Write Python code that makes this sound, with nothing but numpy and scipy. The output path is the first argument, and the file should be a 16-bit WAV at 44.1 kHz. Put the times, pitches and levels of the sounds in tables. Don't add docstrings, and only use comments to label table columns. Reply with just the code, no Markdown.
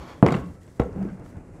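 import sys
import numpy as np
from scipy import signal
from scipy.fft import rfft, irfft, next_fast_len
from scipy.io import wavfile
from scipy.ndimage import map_coordinates

SR = 44100
rng = np.random.default_rng(int(sys.argv[2]) if len(sys.argv) > 2 else 0)


def dump(signal):
    limited = np.clip(np.atleast_2d(signal).T, -1, 1)
    pcm = np.round(limited * 32767).astype(np.int16)
    wavfile.write(sys.argv[1], SR, pcm)


def ratio_of_db(decibels):
    return 10 ** (np.asarray(decibels, float) / 20)


N = 70560

# t/s, level/dB, shudder level/dB, shudder t60/s
KNOCKS = [
    (.227, -6.5, -18, 0.32),
    (0.799, -12.5, -21.5, 0.094),
]
# f/Hz, level/dB, t60/s
FIRST_BENCH_MODES = [(72.6, -47, 0.26), (131.3, 4, 0.11), (175.8, 1, 0.17), (292.2, 2, 0.11),
                     (401, -15, 0.066), (484.4, -10, 0.14), (578, -14, 0.19), (683, -2, 0.057),
                     (852, -2, 0.03), (974, -14, 0.092), (1124, -9.5, 0.024), (1320, -33, 0.0133),
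                     (1980, -39, 0.032), (2720, -29, 0.025)]
# f/Hz, level/dB, t60/s
SECOND_BENCH_MODES = [(66, -3.5, .15), (121.4, 1, 0.083), (191, -4.5, 0.038), (281, -4.5, 0.088),
                      (401, -5.5, 0.079), (489, 1, 0.043), (657, -18, 0.087), (747, -19.5, 0.097),
                      (930, -43, 0.068), (1133, -18.5, 0.037), (1282, -17.5, 0.047), (2270, -23.5, 0.034),
                      (3010, -22, 0.016)]
# f/Hz, density/(dB per Hz)
SHUDDER_SPECTRUM = [(150, -21), (400, 16), (1200, -4), (2500, -22.5), (5000, -41.5), (15000, -43)]
NODE_HZ = 230
SOFT_S = 0.00058

# t/s, thud level/dB, tube level/dB, sharpness/(dB per octave)
CONTACTS = [(.2265, -66.5, -42, 2), (0.2636, -12.5, -27, -1), (.275, -58, -39.5, -7.5),
            (0.2822, -21.5, -57, 9.5), (0.2855, -48, -35, -2), (0.2941, -31, -44, -10),
            (0.3065, -31, -35.5, -2.5), (0.3223, -25.5, -32.5, 2), (.341, -48, -36.5, -6),
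            (.346, -41, -38.5, -5.5), (0.3511, -29, -40.5, 2), (0.3655, -29, -43, 1), (0.443, -52, -62, 5),
            (0.551, -75, -62, 2), (0.6148, -65, -68, 9.5), (0.6325, -68, -68, 7), (0.678, -76, -57, -2.5),
            (0.7973, -23.5, -34.5, -1.5), (0.8, -48, -47.5, 6), (.818, -60, -47, -9.5),
            (.8355, -50, -56, 3), (0.961, -36, -68, 6.5), (1.027, -58, -49.5, 2.5), (1.05, -42, -63, 4),
            (1.088, -39, -54, -1.5), (1.1965, -58, -64, 6.5), (1.262, -56.5, -58.5, 2),
            (1.357, -65, -67, -1), (1.3685, -67, -66.5, 8)]
# f/Hz, level/dB, t60/s
TUBE_MODES = [(1070, 0, 0.039), (1510, -9.5, 0.037), (2052, -5, 0.022), (2775, -7, .015), (3860, -35, 0.02),
              (4730, -23.5, 0.021), (7100, -19, 0.008)]
# f/Hz, density/(dB per Hz), t60/s
BURST_BANDS = [(315, 1.5, 0.15), (1030, 5.5, 0.018), (1880, -10, 0.048), (3700, -15.5, 0.017),
               (7500, -21, 0.014), (12800, -29, 0.008), (15900, -37, .008)]
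SCATTER_DB, BURST_DB, ATTACK_S = 4.5, 3, 0.00026

# t/s, level/dB, f/Hz, t60/s
TICKS = [(.2638, -28, 4900, .01), (.2655, -44, 7500, 0.0047), (.282, -42, 7050, 0.011),
         (.287, -24, 2120, 0.019), (.3065, -39, 3300, .008), (.3218, -37.5, 7480, .012),
         (.325, -39.5, 4500, 0.017), (.3405, -41, 3050, 0.0099), (.346, -42, 4860, 0.0052),
         (.3645, -48, 7400, 0.0097), (.462, -50, 4500, 0.0056), (.484, -67, 8500, .005),
         (.55, -56, 11000, .004), (.633, -52, 6340, .008), (.666, -54, 8000, 0.0086),
         (.70, -58, 8000, 0.0087), (.727, -57.5, 7500, 0.0051), (.77, -62, 8500, .006),
         (.7965, -36, 2840, .008), (.815, -58, 6660, 0.036), (.853, -59, 6500, .04),
         (.929, -49, 4850, 0.005), (1.179, -57, 1610, .015), (1.262, -49, 1210, 0.011),
         (1.357, -49.5, 1490, 0.018), (.324, -47.5, 3820, .14), (.799, -55, 3860, 0.12),
         (.3405, -32, 2050, 0.026), (.275, -36, 2000, .012), (0.9597, -42, 900, 0.016),
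         (.8185, -37, 1500, .015), (.3222, -29, 690, .015), (.8355, -54, 7500, .012),
         (.804, -52, 10000, .012), (.228, -50, 9300, .02), (.347, -28, 480, .03)]
TICK_SPREAD = 0.13

# t of peak/s, level/dB, f/Hz, rise/s
ROCKS = [(.2654, -9, 400, 0.004), (.284, -19, 205, .012), (.326, -21, 160, .018), (.314, -24, 265, .01),
         (.42, -30, 70, .02), (.43, -47, 1100, .05), (.58, -63, 1320, .07), (.802, -24, 590, .005),
         (.236, -16, 310, .006), (.832, -28, 230, .012), (.828, -28, 490, .01), (.861, -30, 490, .01),
         (.894, -33, 430, .008), (1.09, -48, 1580, .01), (1.36, -42, 190, .03), (.811, -24, 280, .006),
         (.272, -17.5, 84.5, 0.013), (.87, -34, 188, .03), (.009, -33, 62, 0.017), (0.501, -34, 78, .02),
         (.61, -44, 88.6, 0.075), (0.849, -33.5, 65, 0.031), (1.018, -36.5, 672, 0.0044),
         (1.054, -21.5, 323, 0.0028), (1.369, -34.5, 93, 0.015), (0.354, -15, 166.6, 0.0062),
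         (0.469, -32, 175.6, 0.036), (0.966, -26, 182, .01), (.977, -22, 190, 0.003),
         (1.017, -21, 192, 0.023), (1.064, -22, 204, 0.006), (1.084, -29, 210, 0.011),
         (1.132, -31.5, 188, 0.02)]
ROCK_FALL = 1

# start t/s, end t/s, level/dB, rise/s, fall/s
DRAGS = [
    (0.292, 0.348, -42.5, .003, 0.037),
    (0.803, 0.818, -43, .002, 0.009),
    (0.956, 1.092, -59.5, .02, 0.22),
]
# f/Hz, density/(dB per Hz)
GRIT_SPECTRUM = [(350, -10), (600, 10), (902, -26), (1470, 6.5), (1730, -8.5), (2010, -7), (3570, -24),
                 (7640, -33), (15500, -46.5)]
# f/Hz, density/(dB per Hz)
SLIDE_SPECTRUM = [(150, -20), (280, -2), (1180, -8), (2000, -16.5), (7000, -29), (8600, -39), (13000, -35),
                  (15500, -48)]
SLIDE_END_S, SLIDE_DB, SLIDE_FALL_S = 0.13, -45.5, 0.036
PIPE_HZ, PIPE_DEPTH = 1103, 0.21

# start t/s, end t/s, level/dB, rise/s, fall/s
RUSTLE = [(0.157, 0.23, -68, .01, 0.03), (0.257, 0.403, -57.5, 0.008, 0.034),
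          (0.434, 0.545, -65.5, 0.021, 0.03), (0.6, 0.773, -65.5, 0.021, 0.014),
          (0.791, 0.875, -66.5, 0.0061, 0.088), (0.947, 1.097, -69, .03, 0.17),
          (1.239, 1.302, -63.5, 0.011, 0.023), (1.5, 1.6, -84.5, 0.015, .02)]
# f/Hz, density/(dB per Hz)
RUSTLE_SPECTRUM = [(1180, -1), (2000, 0.5), (2440, -13), (3230, -8), (7960, -7.5), (9290, -11.5),
                   (12500, -11), (15600, -12.5)]
# t/s, level/dB
HANDLING = [(0.0, -45), (0.266, -46.5), (0.4, -39), (0.596, -51.5), (0.842, -46), (0.966, -38),
            (1.016, -35), (1.144, -41.5), (1.292, -45.5), (1.6, -43.5)]
# f/Hz, density/(dB per Hz)
RUMBLE_SPECTRUM = [(13, -31), (22, 1), (145, -3.5), (178, -4), (213, -16.5), (246, -6.5), (416, -15),
                   (500, -15), (2800, -42), (3640, -78), (6160, -120)]
# f/Hz, density/(dB per Hz)
HISS_SPECTRUM = [(1200, -4), (2000, 1.5), (2600, -13), (4000, -12.5), (7500, -7.5), (10500, -12),
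                 (12500, -18.5), (15600, -24)]
HISS_DB = -67.5

# f/Hz, t60/s
ROOM_DECAY = [(80, 0.85), (200, 0.73), (600, 0.42), (2000, 0.37), (8000, 0.28)]
ROOM_DB, ROOM_DELAY_S, ROOM_THIN_HZ = -9, .004, 250
TOP_HZ, ROLLOFF_HZ = 15700, 14150


def along(points, hz):
    f, value = np.transpose(points)
    return np.interp(np.log(hz + 1), np.log(f + 1), value)


def unit(x):
    return x / np.sqrt(np.mean(x ** 2) + 1e-20)


def wobble(rate):
    knots = rng.standard_normal(int(N * rate / SR) + 4)
    return map_coordinates(knots, [np.arange(N) * rate / SR])


def swell(start, end, rise, fall):
    t = np.arange(N) / SR
    return np.clip((t - start) / rise, 0, 1) * np.exp(-np.maximum(t - end, 0) / fall)


def add(track, s, sound):
    part = track[round(s * SR):][:len(sound)]
    part += sound[:len(part)]


def noise(spectrum, comb=0.):
    hz = np.fft.rfftfreq(N, 1 / SR)
    pipe = 1 / np.abs(1 - np.clip(comb, 0, .9) * np.exp(-2j * np.pi * hz / PIPE_HZ))
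    white = rfft(rng.standard_normal(N))
    return unit(irfft(white * ratio_of_db(along(spectrum, hz)) * pipe, N))


def ring(modes, tilt_db=0., scatter_db=0., shorten=0.92, inward_hz=0.):
    t = np.arange(SR // 3) / SR
    hz, db, t60 = np.transpose(modes)[:, :, None]
    chance = rng.standard_normal((2, len(modes), 1))
    hz = hz * (1 + 0.0053 * scatter_db * chance[0])
    level = db + tilt_db * np.log2(hz / 2000) + scatter_db * chance[1]
    decay = ratio_of_db(level - 60 * t / (t60 * shorten))
    polarity = np.sign(hz - inward_hz)
    return (polarity * decay * np.sin(2 * np.pi * hz * t)).sum(0) * (1 - np.exp(-t / ATTACK_S))


def burst(tilt_db):
    size = SR // 10
    t = np.arange(size) / SR
    log_f = np.log(np.fft.rfftfreq(size, 1 / SR) + 1)
    hz, db, t60 = np.transpose(BURST_BANDS)[:, :, None]
    share = np.array([np.interp(log_f, np.log(hz[:, 0]), row) for row in np.eye(len(BURST_BANDS))])
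    bands = irfft(rfft(rng.standard_normal(size)) * share, size)
    level = db + tilt_db * np.log2(np.maximum(hz, 1500) / 2000) - 60 * t / t60
    return 5.58 * (bands * ratio_of_db(level)).sum(0) * np.tanh(t / ATTACK_S)


def knocks():
    out, t = np.zeros(N), np.arange(N) / SR
    benches, sides = (FIRST_BENCH_MODES, SECOND_BENCH_MODES), (1, -1)
    for (s, db, shudder_db, t60), bench, side in zip(KNOCKS, benches, sides):
        add(out, s, side * ratio_of_db(db) * ring(bench, inward_hz=NODE_HZ))
        shudder_level = ratio_of_db(shudder_db - 60 * t / t60 + 0.92 * wobble(150))
        add(out, s, shudder_level * noise(SHUDDER_SPECTRUM) * np.tanh(t / SOFT_S) ** 2)
    return out


def contacts():
    out = np.zeros(N)
    upper_modes = SECOND_BENCH_MODES[2:]
    for s, thud_db, tube_db, tilt_db in CONTACTS:
        thud = ring(upper_modes, 1.0, SCATTER_DB, shorten=0.52, inward_hz=350)
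        add(out, s, ratio_of_db(thud_db + 5.0) * thud)
        add(out, s, ratio_of_db(tube_db - 1.63 * tilt_db) * ring(TUBE_MODES, 0, SCATTER_DB))
        add(out, s, ratio_of_db(tube_db + BURST_DB) * burst(tilt_db))
    return out


def rocking():
    out, t = np.zeros(N), np.arange(N) / SR
    for s, db, hz, rise in ROCKS:
        width = np.where(t < s, rise, ROCK_FALL * rise)
        out += ratio_of_db(db) * np.exp(-((t - s) / width) ** 2) * np.cos(2 * np.pi * hz * (t - s))
    return out


def ticks():
    out, t = np.zeros(N), np.arange(SR // 20) / SR
    chances = rng.uniform(-0.8, 1, (len(TICKS), 4, 1))
    for (s, db, hz, t60), chance in zip(TICKS, chances):
        spread = TICK_SPREAD * np.clip(0.0085 / t60, .05, 2)
        partials = np.sin(2 * np.pi * hz * (1 + spread * chance) * t).sum(0)
        add(out, s, ratio_of_db(db - 7.5 - 60 * t / t60) * partials * np.tanh(t / ATTACK_S))
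    return out


def rubbing():
    press = sum(ratio_of_db(db) * swell(a, b, rise, fall) for a, b, db, rise, fall in DRAGS)
    roughness = ratio_of_db(6.3 * wobble(250) + 3.1 * wobble(50.55))
    grit = unit(noise(GRIT_SPECTRUM, comb=0.44) * roughness)
    slide = noise(SLIDE_SPECTRUM, comb=PIPE_DEPTH) * ratio_of_db(1.5 * wobble(35.0))
    hand = ratio_of_db(SLIDE_DB) * swell(-1.5, SLIDE_END_S, 1, SLIDE_FALL_S)
    return press * grit + hand * slide


def room(x):
    hz, t, z = signal.stft(rng.standard_normal(SR), SR, nperseg=512)
    decay = ratio_of_db(-60 * t / along(ROOM_DECAY, hz)[:, None])
    thin = (hz / (hz + ROOM_THIN_HZ))[:, None]
    tail = signal.istft(z * decay * thin, SR, nperseg=512)[1]
    delayed = np.pad(x, (round(ROOM_DELAY_S * SR), 0))
    return signal.fftconvolve(delayed, tail / np.linalg.norm(tail))[:N]


def workshop():
    rumble_db = np.interp(np.arange(N) / SR, *np.transpose(HANDLING)) + 2.24 + 1.95 * wobble(25.67)
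    rustle = sum(ratio_of_db(db) * swell(a, b, rise, fall) for a, b, db, rise, fall in RUSTLE)
    rumble = ratio_of_db(rumble_db) * noise(RUMBLE_SPECTRUM)
    return rumble + rustle * ratio_of_db(0.99 * wobble(60)) * noise(RUSTLE_SPECTRUM)


def hiss():
    return ratio_of_db(HISS_DB + 1.2 * wobble(30)) * noise(HISS_SPECTRUM)


def scene():
    near = knocks() + contacts() + rubbing()
    hum = rocking() * ratio_of_db(1.43 * wobble(120))
    reverberant = ratio_of_db(ROOM_DB) * room(near + 0.54 * hum)
    return (near + hum + reverberant + ticks() + workshop() + hiss())[None]


def top_cut(x):
    return signal.sosfilt(signal.butter(12, 15700, fs=SR, output="sos"), x)


def record(dry):
    size = next_fast_len(N + SR // 4)
    hz = np.fft.rfftfreq(size, 1 / SR)
    low_cut = (1j * hz / (42 + 1j * hz)) ** 2
    x = irfft(rfft(dry, size) * low_cut, size)
    x = x / (1 + np.abs(x / .98) ** 4.5) ** (1 / 4.5)
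    high_cut = (hz < TOP_HZ) / (1 + (hz / ROLLOFF_HZ) ** 6)
    mix = irfft(rfft(x) * high_cut, size)[:, :N]
    return top_cut(mix)


dry = scene()
out = record(dry)
dump(out)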